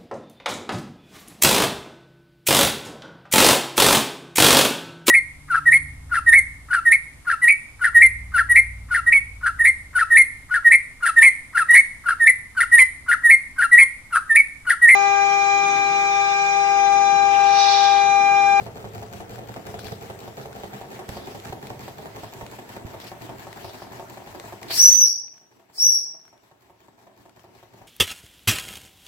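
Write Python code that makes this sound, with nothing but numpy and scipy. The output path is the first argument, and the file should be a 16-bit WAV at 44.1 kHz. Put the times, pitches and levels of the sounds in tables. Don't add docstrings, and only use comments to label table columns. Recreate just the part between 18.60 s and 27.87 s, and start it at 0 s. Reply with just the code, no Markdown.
import sys
import numpy as np
from scipy import signal
from scipy.fft import rfft, irfft, next_fast_len
from scipy.io import wavfile
from scipy.ndimage import uniform_filter1d, map_coordinates

SR = 44100
rng = np.random.default_rng(int(sys.argv[2]) if len(sys.argv) > 2 else 0)


def linear_from_db(decibels):
    return 10 ** (np.asarray(decibels, float) / 20)


def transcribe(u):
    v = np.clip(np.atleast_2d(u).T, -1, 1)
    q = np.round(v * 32767).astype(np.int16)
    wavfile.write(sys.argv[1], SR, q)


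N = 408807

# t/s, speed/(turns per s)
FLYWHEEL_SPEED = [(0, 5.5536), (3, 5.631), (5, 5.6924), (6.3, 5.6714), (6.8, 5.5001), (9.3, 5.3157)]
FIRST_KNOCK_S = .0635
KNOCK_DB = [-31, -30.5, -31, -31.5, -33.5, -29, -29, -33.5, -31, -30, -31.5, -31.5, -30, -32, -29.5, -34.5,
            -29.5, -34, -30.5, -31.5, -29.5, -31, -32, -32.5, -30.5, -30, -29, -29.5, -30, -27.5, -28.5,
            -29.5, -30, -30, -30.5, -34.5, -27.5, -42, -36, -34, -29]
# t/s after the knock, front level/dB, side level/dB
BOUNCES = [(0, -11, -10), (.0055, -25, -11), (.02, -18.5, -25), (.029, -41.5, -18.5), (.048, -33, -18)]
# share of the turn, relative thud level/dB, relative tick level/dB
VALVE_CONTACTS = [(.515, -4.5, 2.5), (.585, -9.5, 6), (.625, -6.5, -3), (0.871, -17.5, -6),
                  (0.971, -33, -1)]
CONTACT_SCATTER = .004
# share of the turn, relative loose rattle level/dB, relative steam level/dB
TURN_CYCLE = [(0, 12, 8.5), (.12, -1.5, 3), (.49, -5, 1), (.56, 7.5, 3), (.59, 7.5, 7), (.68, 3.5, 5),
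              (.8, 2, 7.5), (1, -2, 2.5)]
THUD_DB, TICK_DB, RATTLE_DB, CHATTER_DB = -40.5, -45.5, -52, -68
# share of the turn, level/dB
PISTON_PUSHES = [(0, -36.5), (.15, -45.5), (0.531, -41.5), (0.718, -40.5)]
# f/Hz, level/dB, t60/s
BENCH_SWAY = [(106.6, -5, 0.13), (116, -4, .11)]
# f/Hz, front level/dB, side level/dB, t60/s before extra damping
BASE_MODES = [(113.6, -2.5, -8.5, 0.11), (186.8, -3, -8.5, 0.14), (236.5, -3.5, -6, 0.069),
              (381.6, -3, -4.5, 0.1), (444, 3, -10, 0.068), (590.5, -2.5, -5.5, 0.068),
              (670, 1, 1.5, 0.052), (759, 3.5, 2, 0.044), (910, -10.5, 1.5, 0.043), (1096, -21, -4, 0.05),
              (1235, -6, -4, 0.02), (1740, -19, -3.5, 0.0301)]
# f/Hz, level/dB, t60/s before extra damping
LINK_MODES = [(2367, -9.5, 0.012), (4490, -8.5, 0.0078), (5830, -10, 0.0064), (7440, -10, 0.007),
              (14400, -8, 0.00882)]
# t/s, share seen from the side (0-1), body level/dB, left-right body level/dB,
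# left-right level/dB of steam and ticks, bench sway level/dB
MICROPHONE_WALK = [(0, 0.31, 6, -0.5, 8.5, 2), (1.5, 0.26, 4.5, -1, 6.5, -3.5),
                   (2.5, 0.49, 6, 0, 1.5, -4.5), (3.7, 0.66, 4, 0.5, 0.5, -3.5), (5, 0.85, 2.5, 2, 4, -3.5),
                   (7.7, 0.93, 1, 0.5, 4.5, -13), (9.3, 0.75, 3, 1.5, 6, 0)]
# t/s, level/dB
STEAM_LEAK = [(0, -57.5), (2.62, -52.5), (4.74, -54), (9.3, -54)]
# f/Hz, relative level/dB per Hz
STEAM_SPECTRUM = [(530, -52), (900, -9), (1190, -13.5), (1740, -13), (2520, -15.5), (4330, -19),
                  (6510, -22.5), (7800, -20.5), (9000, -29.5), (12500, -23.5), (15800, -25)]

# t/s, f/Hz, tone level/dB before flutter
WHISTLE_TOOTS = [
    [(6.08, 3973, -64.5), (6.16, 5085, -57.5), (6.19, 5603, -7.5), (6.212, 5880, -8.5), (6.275, 5907, 2.5),
     (6.36, 6000, -2), (6.42, 5920, 6.5), (6.468, 5527, 2.5), (6.49, 5300, -9.5), (6.512, 4515, -26.5)],
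    [(7.115, 4700, -82), (7.172, 5080, -53), (7.184, 5280, -14.5), (7.21, 5580, 1), (7.24, 5900, 2),
     (7.29, 5726, 6.5), (7.355, 5584, 0), (7.385, 5110, -22)],
]
VALVE_OPEN_S, VALVE_SHUT_S = 0.047, 0.024
FULL_HZ, JET_DB, JET_DB_PER_OCTAVE = 5900, -23, 28.5
OCTAVE_DB, OCTAVE_GROWS = -22.5, 1.4
# f/Hz, relative level/dB per Hz
JET_SPECTRUM = [(300, -13), (676, -22.5), (1330, -13), (2270, -8), (2960, -17.5), (4550, -2), (15800, -5)]
SPLUTTER_S, SPLUTTER_RISE_S, SPLUTTER_T60_S, SPLUTTER_DB = 6.078, 0.04, 0.59, -28.5
# f/Hz, relative level/dB per Hz
SPRAY_SPECTRUM = [(600, -27.5), (2200, -6), (3300, -8), (4300, 2), (5500, -10.5), (9000, -22),
                  (15000, -18.5)]

# t/s, strength level/dB, ring f/Hz
SPITS_AND_CLICKS = [(0.5354, -27.5, 1470), (0.758, -30, 1500), (1.0688, -23.5, 1620), (1.192, -22, 1520),
                    (0.941, -28, 1500), (1.2692, -24, 1580), (1.283, -30, 1600), (1.423, -36.5, 6100),
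                    (1.8133, -31.5, 1400), (1.929, -28, 1440), (2.492, -22.5, 1640), (2.7998, -27, 7240),
                    (2.855, -25, 1590), (2.8718, -28, 4250), (3.07, -24.5, 2480), (3.8646, -25.5, 2600),
                    (4.401, -25, 6700), (4.4697, -29, 4500), (4.9288, -26, 1980), (5.7986, -23.5, 2100),
                    (6.0307, -21, 2070), (6.6817, -23.5, 2070), (6.7795, -23.5, 1500), (7.653, -25, 1440),
                    (7.679, -24.5, 1500), (7.7774, -27.5, 1507), (8.6947, -25, 1390), (8.7944, -27, 2090)]
# t/s, length/s, starting level/dB before flicker
GLAND_SPURTS = [(1.188, 0.2, -48.5), (2.498, 0.24, -47), (4.403, 0.078, -50.5), (4.466, 0.072, -48),
                (5.03, 0.33, -50.5)]
# f/Hz, relative level/dB per Hz
SPURT_SPECTRUM = [(2200, -12), (3600, -5.5), (5000, -5), (6500, -19)]
# t/s, relative level/dB
HAND_BUMPS = [(1.246, -28), (2.49, -23), (2.898, -26), (3.824, -26), (4.248, -21.5)]
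TAP_S, TAP_DB = 2.491, -6
# f/Hz, t60/s
ROOM_DECAY = [(100, 0.86), (1000, 0.24), (5800, 0.49), (12000, 0.29)]


def unit(x):
    return x / np.sqrt(np.mean(x ** 2) + 1e-20)


def along(points, hz):
    f, v = np.transpose(points)
    return np.interp(np.log(hz + 1), np.log(f + 1), v)


def curves(rows):
    s, *columns = np.transpose(rows)
    return [np.interp(np.arange(N) / SR, s, column) for column in columns]


def wobble(rate):
    knots = rng.standard_normal(int(N * rate / SR) + 4)
    return map_coordinates(knots, [np.arange(N) * rate / SR])


def filtered(x, response):
    m = next_fast_len(N + SR // 2)
    return irfft(rfft(x, m) * response(np.fft.rfftfreq(m, 1 / SR)), m)[..., :N]


def hiss(spectrum, patchy_db):
    z = signal.stft(rng.standard_normal((2, N)), nperseg=512)[2]
    field = rng.standard_normal(z.shape[1:])
    field = uniform_filter1d(uniform_filter1d(field, 10, 0), 8, 1)
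    pair = signal.istft(z * linear_from_db(patchy_db * unit(field)), nperseg=512)[1][:, :N]
    return unit(filtered(pair, lambda hz: linear_from_db(along(spectrum, hz))))


def ring(modes, lag, damping, flip):
    t = np.arange(SR // 3) / SR
    hz, db, t60 = np.transpose(modes)[:, :, None]
    turn = hz / 1000 * lag * rng.standard_normal(hz.shape)
    sign = flip ** np.arange(len(hz))[:, None]
    envelope = sign * linear_from_db(db - 60 * damping * t / t60)
    return np.array([np.sum(envelope * np.sin(2 * np.pi * hz * t + side * turn), 0) for side in (-.5, .5)])


def blows(times, dbs):
    at = np.round(np.ravel(times) * SR).astype(int)
    keep = (at >= 0) & (at < N)
    return np.bincount(at[keep], linear_from_db(np.ravel(dbs))[keep], N)


def through(x, response):
    return signal.fftconvolve(np.atleast_2d(x), response, axes=1)[:, :N]


def engine():
    marks = crank()
    start, length = marks[:-1, None], np.diff(marks)[:, None]
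    share, thud_db, tick_db = np.transpose(VALVE_CONTACTS)
    chance = np.clip(rng.standard_normal((3, len(start), len(share))), -2, 2)
    times = start + length * (share + CONTACT_SCATTER * chance[0])
    angle = np.interp(np.arange(N) / SR, marks, np.arange(len(marks))) % 1
    cycle_share, *cycle_dbs = np.transpose(TURN_CYCLE)
    rattle_db, steam_db = (np.interp(angle, cycle_share, column) for column in cycle_dbs)
    chatter = (rng.random(N) < 700 / SR) * rng.standard_normal(N)
    thuds = blows(times, THUD_DB + thud_db + 3.4 * chance[1])
    thuds = filtered(thuds, lambda f: 1 / (1 + 1j * f / 900))
    rattle = chatter * linear_from_db(RATTLE_DB + rattle_db + 0.46 * wobble(15.0))
    ticks = blows(times, TICK_DB + tick_db + 3.8 * chance[2])
    _, body_db, pan_db, _, sway_db = curves(MICROPHONE_WALK)
    base = bench_sway(start, length, chance, sway_db) + base_plate(start, thuds, rattle)
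    body = base * linear_from_db([pan_db / 2, -pan_db / 2])
    return linear_from_db(body_db) * body, linear_from_db(body_db) * links(ticks, chatter, steam_db) + leaking_steam(steam_db)


def crank():
    t = np.arange(-SR // 2, N + SR // 2) / SR
    turns = np.cumsum(np.interp(t, *np.transpose(FLYWHEEL_SPEED))) / SR
    turns = turns - np.interp(FIRST_KNOCK_S, t, turns)
    return np.interp(np.arange(-1, np.ceil(turns[N + SR // 2]) + 1), turns, t)


def base_plate(start, thuds, rattle):
    side = curves(MICROPHONE_WALK)[0]
    after = np.array(BOUNCES)[:, 0]
    slack = rng.standard_normal((len(start), len(BOUNCES)))
    knock_db = np.interp(np.arange(len(start)) - 1, np.arange(len(KNOCK_DB)), KNOCK_DB)
    knock_times = start + after * (1 + .05 * slack)

    def hard(f):
        return (0.11 + 1j * f * 900 / (800 ** 2 - f * f + 1j * f * 900)) / (1 + 1j * f / 1800) ** 2

    base = 0
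    for seen, view in ((1 - side, 1), (side, 2)):
        modes = np.array(BASE_MODES)[:, [0, view, 3]]
        bounce_db = np.array(BOUNCES)[:, view] + 3 * (after > 0) * slack
        knocks = filtered(blows(knock_times, knock_db[:, None] + bounce_db), hard)
        base = base + through(knocks * seen, ring(modes, lag=.9, damping=1.1, flip=1))
        base = base + through(thuds * seen, ring(modes, lag=1.2, damping=1.5, flip=-1))
        base = base + through(rattle * seen, ring(modes, lag=1.5, damping=2.8, flip=-1))
    return base


def bench_sway(start, length, chance, sway_db):
    share, push_db = np.transpose(PISTON_PUSHES)
    times = start + length * (share + 0.005 * chance[0, :, :4])
    pushes = blows(times, push_db + 3 * chance[2, :, :4]) * linear_from_db(sway_db)
    return through(pushes, ring(BENCH_SWAY, lag=4, damping=1, flip=0.98))


def links(ticks, chatter, steam_db):
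    ticking = through(ticks, ring(LINK_MODES, lag=.2, damping=1, flip=-1))
    loose = np.clip(chatter, -2, 2) ** 3 * linear_from_db(CHATTER_DB + steam_db + 4 * wobble(6))
    return ticking + through(loose, ring(LINK_MODES[:4], lag=.5, damping=3, flip=-1))


def leaking_steam(steam_db):
    return linear_from_db(curves(STEAM_LEAK)[0] + steam_db + wobble(15)) * hiss(STEAM_SPECTRUM, patchy_db=1.9)


def whistle():
    hz, tone_db = curves(sum(WHISTLE_TOOTS, []))
    t = np.arange(N) / SR
    valve = 0
    for rows in WHISTLE_TOOTS:
        opening = np.clip((t - rows[0][0]) / VALVE_OPEN_S, 0, 1) ** 2
        closing = np.clip((rows[-1][0] - t) / VALVE_SHUT_S + 1, 0, 1) ** 2
        valve = valve + opening * closing
    jet_db = JET_DB + JET_DB_PER_OCTAVE * np.log2(hz / FULL_HZ)
    waver = .002 * wobble(60) + .003 * wobble(300)
    phase = 2 * np.pi * np.cumsum(hz * (1 + waver)) / SR
    flutter_db = 3 * wobble(100)
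    tone = linear_from_db(tone_db + flutter_db) * np.sin(phase + np.array([[0], [2.2]]))
    octave = linear_from_db(OCTAVE_DB + OCTAVE_GROWS * tone_db + flutter_db) * np.sin(2 * phase)
    skirt = (linear_from_db(tone_db - 27.5) + linear_from_db(jet_db - 0.5)) * np.array([wobble(1400), wobble(1500)]) * np.sin(phase)
    jet = linear_from_db(jet_db + 1.8 * wobble(30)) * hiss(JET_SPECTRUM, patchy_db=3.5)
    buffeting = hiss([(25, -10), (60, 4), (150, -9.0), (400, -32.5)], patchy_db=1.5)
    rumble = linear_from_db(tone_db - 33.5) * buffeting
    return valve * (tone + octave + skirt + jet), valve * rumble


def splutter():
    t = np.arange(N) / SR - SPLUTTER_S
    rise = np.clip(t / SPLUTTER_RISE_S, 0, 1)
    decay = linear_from_db(-60 * np.clip(t - SPLUTTER_RISE_S, 0, None) / SPLUTTER_T60_S)
    return rise * decay * linear_from_db(SPLUTTER_DB + 1.5 * wobble(120)) * hiss(SPRAY_SPECTRUM, patchy_db=2.5)


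def spits():
    out, t = np.zeros((2, N + SR)), np.arange(SR // 10) / SR
    for s, db, hz in SPITS_AND_CLICKS:
        noise = rng.standard_normal((2, len(t)))
        click = noise * 0.63 * linear_from_db(-60 * t / 0.01)
        puff = noise * 0.12 * linear_from_db(-60 * t / 0.06)
        tone = .42 * linear_from_db(-60 * t * hz / 15) * np.sin(2 * np.pi * hz * t)
        out[:, round(s * SR):][:, :len(t)] += linear_from_db(db) * (click + puff + tone)
    return filtered(out[:, :N], lambda f: 1 / (1 + 1j * f / 6000) ** 2)


def spurts():
    t = np.arange(N) / SR
    shape = sum(linear_from_db(db) * (t > s) * np.clip(1 - ((t - s) / length) ** 2, 0, 1) for s, length, db in GLAND_SPURTS)
    return shape * linear_from_db(2.5 * wobble(60)) * hiss(SPURT_SPECTRUM, patchy_db=2.2)


def bumps():
    s, db = np.transpose(HAND_BUMPS)
    u = np.arange(SR // 8) / SR / 0.0017
    pulse = (1 - u) * u * np.exp(-u) * linear_from_db([[-3], [1.5]])
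    tap = filtered(blows([TAP_S], [TAP_DB]), lambda f: -1 / (1 + 1j * f / 5000)) * linear_from_db([[-13], [0]])
    return tap + through(blows(s, db + 10.0), pulse)


def room(x, gap_s):
    hz, t, z = signal.stft(rng.standard_normal((2, SR)), SR, nperseg=256)
    apart = np.clip(hz / 1300, 0, 1)[:, None]
    z = np.array([z[0] + apart * z[1], z[0] - apart * z[1]]) / np.sqrt(1 + apart ** 2)
    decay = linear_from_db(-60 * t / along(ROOM_DECAY, hz)[:, None])
    tail = signal.istft(z * decay, SR, nperseg=256)[1]
    tail = np.pad(tail / np.linalg.norm(tail[0]), [(0, 0), (round(gap_s * SR), 0)])
    return through(x, tail)


def low_floor():
    spectrum = [(25, -15.5), (55, -2.5), (90, -25.0), (300, -0.5), (2000, -19.0), (16000, -66.0)]
    return linear_from_db(-48.5) * hiss(spectrum, patchy_db=3.5)


def scene():
    body, steam = engine()
    toots, rumble = whistle()
    clicks = spits()
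    toots = toots + linear_from_db(-0.5) * room(toots[0], gap_s=0.0066)
    toots = filtered(toots, lambda f: linear_from_db(along([(6500, 0.02), (9000, 0.88)], f) * [[2.5], [-8]]))
    places = np.cos(np.pi * np.arange(N) / SR * 1.3) ** 2
    sent = body.mean(0) + .5 * clicks[0]
    wet = linear_from_db(-2.5) * sum(room(sent * share, gap_s=.008) for share in (places, 1 - places))
    pan_db = curves(MICROPHONE_WALK)[3]
    panned = (steam + spurts() + clicks) * linear_from_db([pan_db / 2, -pan_db / 2])
    return body + panned + toots + rumble + splutter() + wet + bumps() + low_floor()


def gain_control(x, top_db, attack, release_db):
    step = SR // 200
    power = np.abs(uniform_filter1d(np.mean(x ** 2, 0), 8 * step))[::step]
    level_db = 10 * np.log10(power + 1e-12)
    gain_db = np.zeros(len(level_db))
    for k in range(1, len(gain_db)):
        excess = np.clip(level_db[k] + gain_db[k - 1] - top_db, 0, None)
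        gain_db[k] = min(0, gain_db[k - 1] + (release_db - attack * excess) * step / SR)
    return x * linear_from_db(np.interp(np.arange(N), step * np.arange(len(gain_db)), gain_db))


def band_limit(x):
    return signal.sosfilt(signal.butter(12, 15950, fs=SR, output="sos"), x)


def record(dry):
    x = filtered(dry, lambda f: (1j * f / (np.array([[72], [58]]) + 1j * f)) ** 2)
    x = gain_control(x, top_db=-16.5, attack=12.1, release_db=4.0)
    mix = x / (1 + np.abs(x) ** 8) ** (1 / 8)
    return band_limit(mix)


dry = scene()
out = record(dry)
transcribe(out)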